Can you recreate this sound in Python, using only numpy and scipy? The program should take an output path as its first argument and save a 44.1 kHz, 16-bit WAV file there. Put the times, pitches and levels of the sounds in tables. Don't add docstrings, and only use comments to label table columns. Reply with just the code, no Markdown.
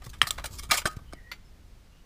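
import sys
import numpy as np
from scipy import signal
from scipy.fft import rfft, irfft
from scipy.io import wavfile

SR = 44100
rng = np.random.default_rng(int(sys.argv[2]) if len(sys.argv) > 2 else 0)


def output_pcm(signal):
    pcm = np.clip(np.atleast_2d(signal).T, -1, 1) * 32767
    wavfile.write(sys.argv[1], SR, np.round(pcm).astype(np.int16))


N = 90404


def undb(db):
    return 10 ** (np.asarray(db) / 20)


def unit(x):
    return x / np.sqrt(np.mean(x ** 2))


def since(start):
    return np.maximum(np.arange(N) / SR - start, 0)


def fade(start, t60):
    t = since(start)
    return (t > 0) * np.exp(-np.log(1000) * t / t60)


def swell(start, rise_s):
    return 1 - np.exp(-since(start) / rise_s)


def place(x, start):
    return np.concatenate([np.zeros(max(int(start * SR), 0)), x, np.zeros(N)])[:N]


def through(x, response):
    return signal.fftconvolve(x, response)[:N]


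def butter(hz, kind, order=4):
    return signal.butter(order, hz, kind, fs=SR, output="sos")


def band_of(response, band):
    part = signal.sosfilt(band, response)
    return part / np.linalg.norm(part)


def colour(points, size=8192):
    hz, db = np.array(points).T
    freqs = np.maximum(np.fft.rfftfreq(size, 1 / SR), 1)
    gains = undb(np.interp(np.log(freqs), np.log(hz), db))
    cepstrum = irfft(np.log(gains))
    cepstrum[1:size // 2] *= 2
    cepstrum[size // 2 + 1:] = 0
    response = irfft(np.exp(rfft(cepstrum)))
    return response / np.linalg.norm(response)


def ring(tones, size=12000):
    t = np.arange(size) / SR
    return sum((-1) ** k * undb(db) * np.sin(2 * np.pi * hz * t) * np.exp(-np.log(1000) * t / t60)
               for k, (hz, db, t60) in enumerate(tones))


def grains(per_s, size=N, spread_db=4):
    strength = undb(spread_db * np.minimum(rng.exponential(size=size), np.pi))
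    ticks = rng.random(size) < per_s / SR
    return unit(ticks * strength * rng.choice([-1, 1], size))


def jitter(up_to_hz=130):
    return unit(signal.sosfilt(butter(up_to_hz, "lowpass", order=2), rng.standard_normal(N)))


# frequency in Hz, relative level in dB.
AIR_COLOUR = [(150, -7.5), (1760, -17.5), (5150, -22), (14800, -34.5)]
def air(level_db=-63):
    return undb(level_db) * unit(through(rng.standard_normal(N), colour(AIR_COLOUR)))


# start in seconds, length in seconds, first and last pitch in Hz,
# level in dB, roughness from 0 (clear) to 1 (all flutter).
WHISTLE_CALLS = [(1.05, 0.13, 3084, 3030, -63, 0.85), (1.149, 0.081, 1975, 1866, -56.5, 0.7),
                 (1.228, 0.11, 1880, 1930, -53.5, 0.15), (1.44, 0.065, 5230, 5160, -68, .9),
                 (1.903, 0.12, 2734, 2960, -67, .4)]
def whistles():
    flutter = (jitter() + 1j * jitter()) / np.sqrt(2)
    out = 0
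    for start, length, first_hz, last_hz, db, rough in WHISTLE_CALLS:
        progress = np.minimum(since(start) / length, 1)
        hz = first_hz + (last_hz - first_hz) * progress
        tone = np.exp(2j * np.pi * np.cumsum(hz) / SR)
        waver = np.sqrt(1 - rough) + np.sqrt(rough) * flutter
        arch = np.sqrt(np.abs(np.sin(np.pi * progress)))
        out += undb(db) * arch * (tone * waver).imag
    return out


def echo(x, level_db=-28.5, fade_s=0.43):
    tail = rng.standard_normal(N) * fade(0, fade_s)
    tail = signal.sosfilt(butter(2000, "lowpass", order=2), tail)
    return undb(level_db) * through(x, tail / np.linalg.norm(tail))


# frequency in Hz, relative level in dB.
RUMBLE_COLOUR = [(12, -10), (30, 0), (60, -6), (110, -14.5), (400, -31), (1000, -53.5)]
# time in seconds, level in dB.
RUMBLE_LOUDNESS = [(0, -48), (0.48, -40.5), (0.75, -47), (1.15, -46.5), (1.35, -52), (1.6, -49.5),
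                   (2.05, -54.5)]
# start in seconds, pitch in Hz, level in dB, fade time in seconds.
HAND_THUMPS = [(0.066, 123.3, -30.5, 0.083), (0.217, 252, -20, 0.012), (0.23, 126, -28.5, 0.06),
               (0.452, 46, -34, 0.077), (0.693, 107, -28.5, 0.057), (0.854, 134, -10.5, 0.013),
               (0.969, 93, -17, 0.024), (1.133, 173, -33, 0.032)]
def hands():
    times, levels_db = np.array(RUMBLE_LOUDNESS).T
    rumble = unit(through(rng.standard_normal(N), colour(RUMBLE_COLOUR)))
    out = rumble * undb(np.interp(since(0), times, levels_db))
    for start, hz, db, t60 in HAND_THUMPS:
        out += place(ring([(hz, db, t60)]), start) * swell(start, rise_s=0.0016)
    return out


# pitch in Hz, relative level in dB, fade time in seconds.
LARGE_HALF_TONES = [(586, -20, 0.028), (1156, -2.5, 0.035), (1252, -9.5, 0.13), (1310, -4.5, 0.0199),
                    (1768, -24, 0.09), (2174, -19, 0.1316), (2345, -18.5, .055), (3150, -16.5, 0.085),
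                    (4020, -21, 0.083), (4820, -21, 0.0926), (5790, -22, 0.054)]
# frequency in Hz, relative level in dB.
METAL_COLOUR = [(150, -12), (600, -2), (1150, 0.5), (2200, 2), (3300, -3), (5000, -5), (8000, -5),
                (12000, -11)]
def thin_wall(ring_db, wash_db=-1, wash_fade_s=0.018, size=8192):
    wash = rng.standard_normal(size) * np.exp(-np.log(1000) * np.arange(size) / SR / wash_fade_s)
    tap = undb(wash_db) * wash / np.linalg.norm(wash)
    tap[0] += 1
    tones = ring(LARGE_HALF_TONES)
    response = through(tap, colour(METAL_COLOUR))[:size]
    response += undb(ring_db) * tones[:size] / np.linalg.norm(tones)
    return response / np.linalg.norm(response)


def bursts(rows, ticks_per_s, ring_db, size=14000):
    bands = [butter([200, 845], "bandpass"), butter([845, 3880], "bandpass"), butter(3880, "highpass")]
    out = 0
    for peak, rise, t60, *levels_db in rows:
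        start = max(peak - 10 * rise, 0)
        from_peak = np.arange(size) / SR + start - peak
        force = np.exp(np.minimum(from_peak / rise, -np.log(1000) * from_peak / t60))
        wall = thin_wall(ring_db)
        response = sum(undb(db) * band_of(wall, band) for db, band in zip(levels_db, bands))
        out += place(through(force * grains(ticks_per_s, size), response), start)
    return out


# loudest moment, rise time and
# fade time in seconds, # then low, middle and treble levels in dB.
EDGE_SCRAPES = [(0.020, 0.0028, 0.078, -58.5, -51, -60), (0.044, 0.0048, 0.12, -54, -53.5, -46),
                (0.0635, 0.00033, 0.035, -43, -46, -45), (0.094, 0.0012, 0.068, -74, -61, -44),
                (0.133, 0.0024, 0.14, -76.5, -47.5, -54), (0.187, 0.0008, 0.012, -76, -49, -43.5),
                (0.227, 0.0049, 0.092, -46.5, -32, -39), (0.275, 0.0038, 0.062, -43, -45, -29.5),
                (0.3080, 0.00053, 0.021, -44, -43, -23), (0.319, 0.0019, 0.2, -53, -58.5, -46.5),
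                (0.384, 0.0042, 0.11, -43, -39.5, -47.5), (0.4425, 0.0016, 0.1, -39.5, -34, -38),
                (0.459, 0.0021, 0.059, -53, -51, -32.5), (0.511, 0.0006, 0.024, -47, -50.5, -49),
                (0.543, 0.019, 0.15, -54, -60, -44), (0.591, 0.0066, 0.073, -56, -45.5, -37.5),
                (0.635, 0.0077, 0.097, -53, -47, -42.5), (0.694, 0.0022, 0.098, -48, -48.5, -46),
                (0.8175, 0.00062, 0.031, -48.5, -33.5, -44), (0.874, 0.009, 0.04, -36.5, -35, -30.5),
                (0.912, 0.016, 0.14, -77, -56, -52.5), (0.966, 0.00098, 0.029, -47, -50.5, -48),
                (0.989, 0.00048, .022, -42.5, -50, -56)]
def scraping_edges():
    return bursts(EDGE_SCRAPES, ticks_per_s=2000, ring_db=-4)


# pitch in Hz, relative level in dB, fade time in seconds.
SMALL_HALF_TONES = [(1412, -2, 0.054), (2065, -0.5, 0.085), (2285, -14, 0.12), (2800, -22, 0.15),
                    (3516, -5, 0.054), (4470, -2.5, 0.055), (4580, -11, 0.11), (6000, -18.5, 0.12),
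                    (7170, -19.5, 0.13), (12700, -12, .042)]
def ping(start=1.3152, ring_db=-33.5, buzz_db=-36.5):
    buzz_colour = colour([(400, -6.5), (1800, 2.5), (4500, -2.5), (7500, -16.5)])
    buzz = through(grains(per_s=3500) * fade(start, t60=0.098), buzz_colour)
    ringing = place(ring(SMALL_HALF_TONES), start)
    return swell(start, rise_s=0.00042) * (undb(ring_db) * ringing + undb(buzz_db) * buzz)


# loudest moment, rise time and fade time in seconds,
# then low, middle and treble levels in dB.
STRIP_TEARS = [(0.7125, 0.00082, 0.13, -30, -20, -21), (0.743, 0.0045, 0.12, -41, -31, -28.5),
               (0.7745, 0.004, 0.094, -50, -43, -25.5), (0.7805, .005, 0.067, -44, -26.5, -29.5)]
def tearing_strip():
    return bursts(STRIP_TEARS, ticks_per_s=3500, ring_db=-6.5)


# start in seconds, first pitch in Hz and its level in dB, second pitch in Hz
# and its level in dB, fade time in seconds, strength of the can's ring in dB, crack level in dB.
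DENT_SNAPS = [(0.2159, 1796, -3.5, 2924, 3, 0.00385, -28.5, -25),
              (0.2165, 1794, -7, 2870, -12.5, 0.0089, -36, -26),
              (0.2168, 3275, -9.5, 1253, -9, 0.0155, -34, -24),
              (0.2701, 1880, -25.5, 4850, -36, 0.014, -27, -33.5),
              (0.3073, 3510, -6.5, 8150, -10.5, 0.0046, -28.5, -35),
              (0.7024, 1320, -26.5, 2320, -27, 0.024, -36, -34),
              (0.7101, 1560, -21, 2260, -18, 0.018, -24, -20),
              (0.8557, 1550, -16.5, 609, -22, 0.038, -23, -24.5),
              (0.8592, 1760, -22, 353, -24, 0.027, -22, -23.5),
              (0.869, 1256, -28.5, 3960, -49, 0.16, -60, -32),
              (1.1260, 1200, -39, 1544, -43, 0.033, -54, -49.5),
              (1.1338, 677, -33, 287, -30, 0.021, -46, -39.5)]
def buckling_snaps():
    can_ring = ring(LARGE_HALF_TONES)
    ringing, crack_force = 0, 0
    for start, hz1, db1, hz2, db2, t60, can_db, crack_db in DENT_SNAPS:
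        dent = ring([(hz1, db1, t60), (hz2, db2, t60)]) + undb(can_db) * can_ring
        ringing += place(dent, start) * swell(start, rise_s=0.0002)
        crack_force += undb(crack_db) * fade(start, t60=0.016)
    cracks = crack_force * grains(per_s=3500)
    bright_wall = band_of(thin_wall(ring_db=-4), butter([2000, 12000], "bandpass", order=2))
    return ringing + through(cracks, bright_wall)


def scene():
    can = scraping_edges() + tearing_strip() + buckling_snaps() + ping()
    return (can + echo(can) + hands() + air() + whistles())[None]


def record(dry, top_hz=15450):
    return signal.sosfilt(signal.ellip(12, .2, 80, top_hz, fs=SR, output="sos"), dry)


dry = scene()
out = record(dry)
output_pcm(out)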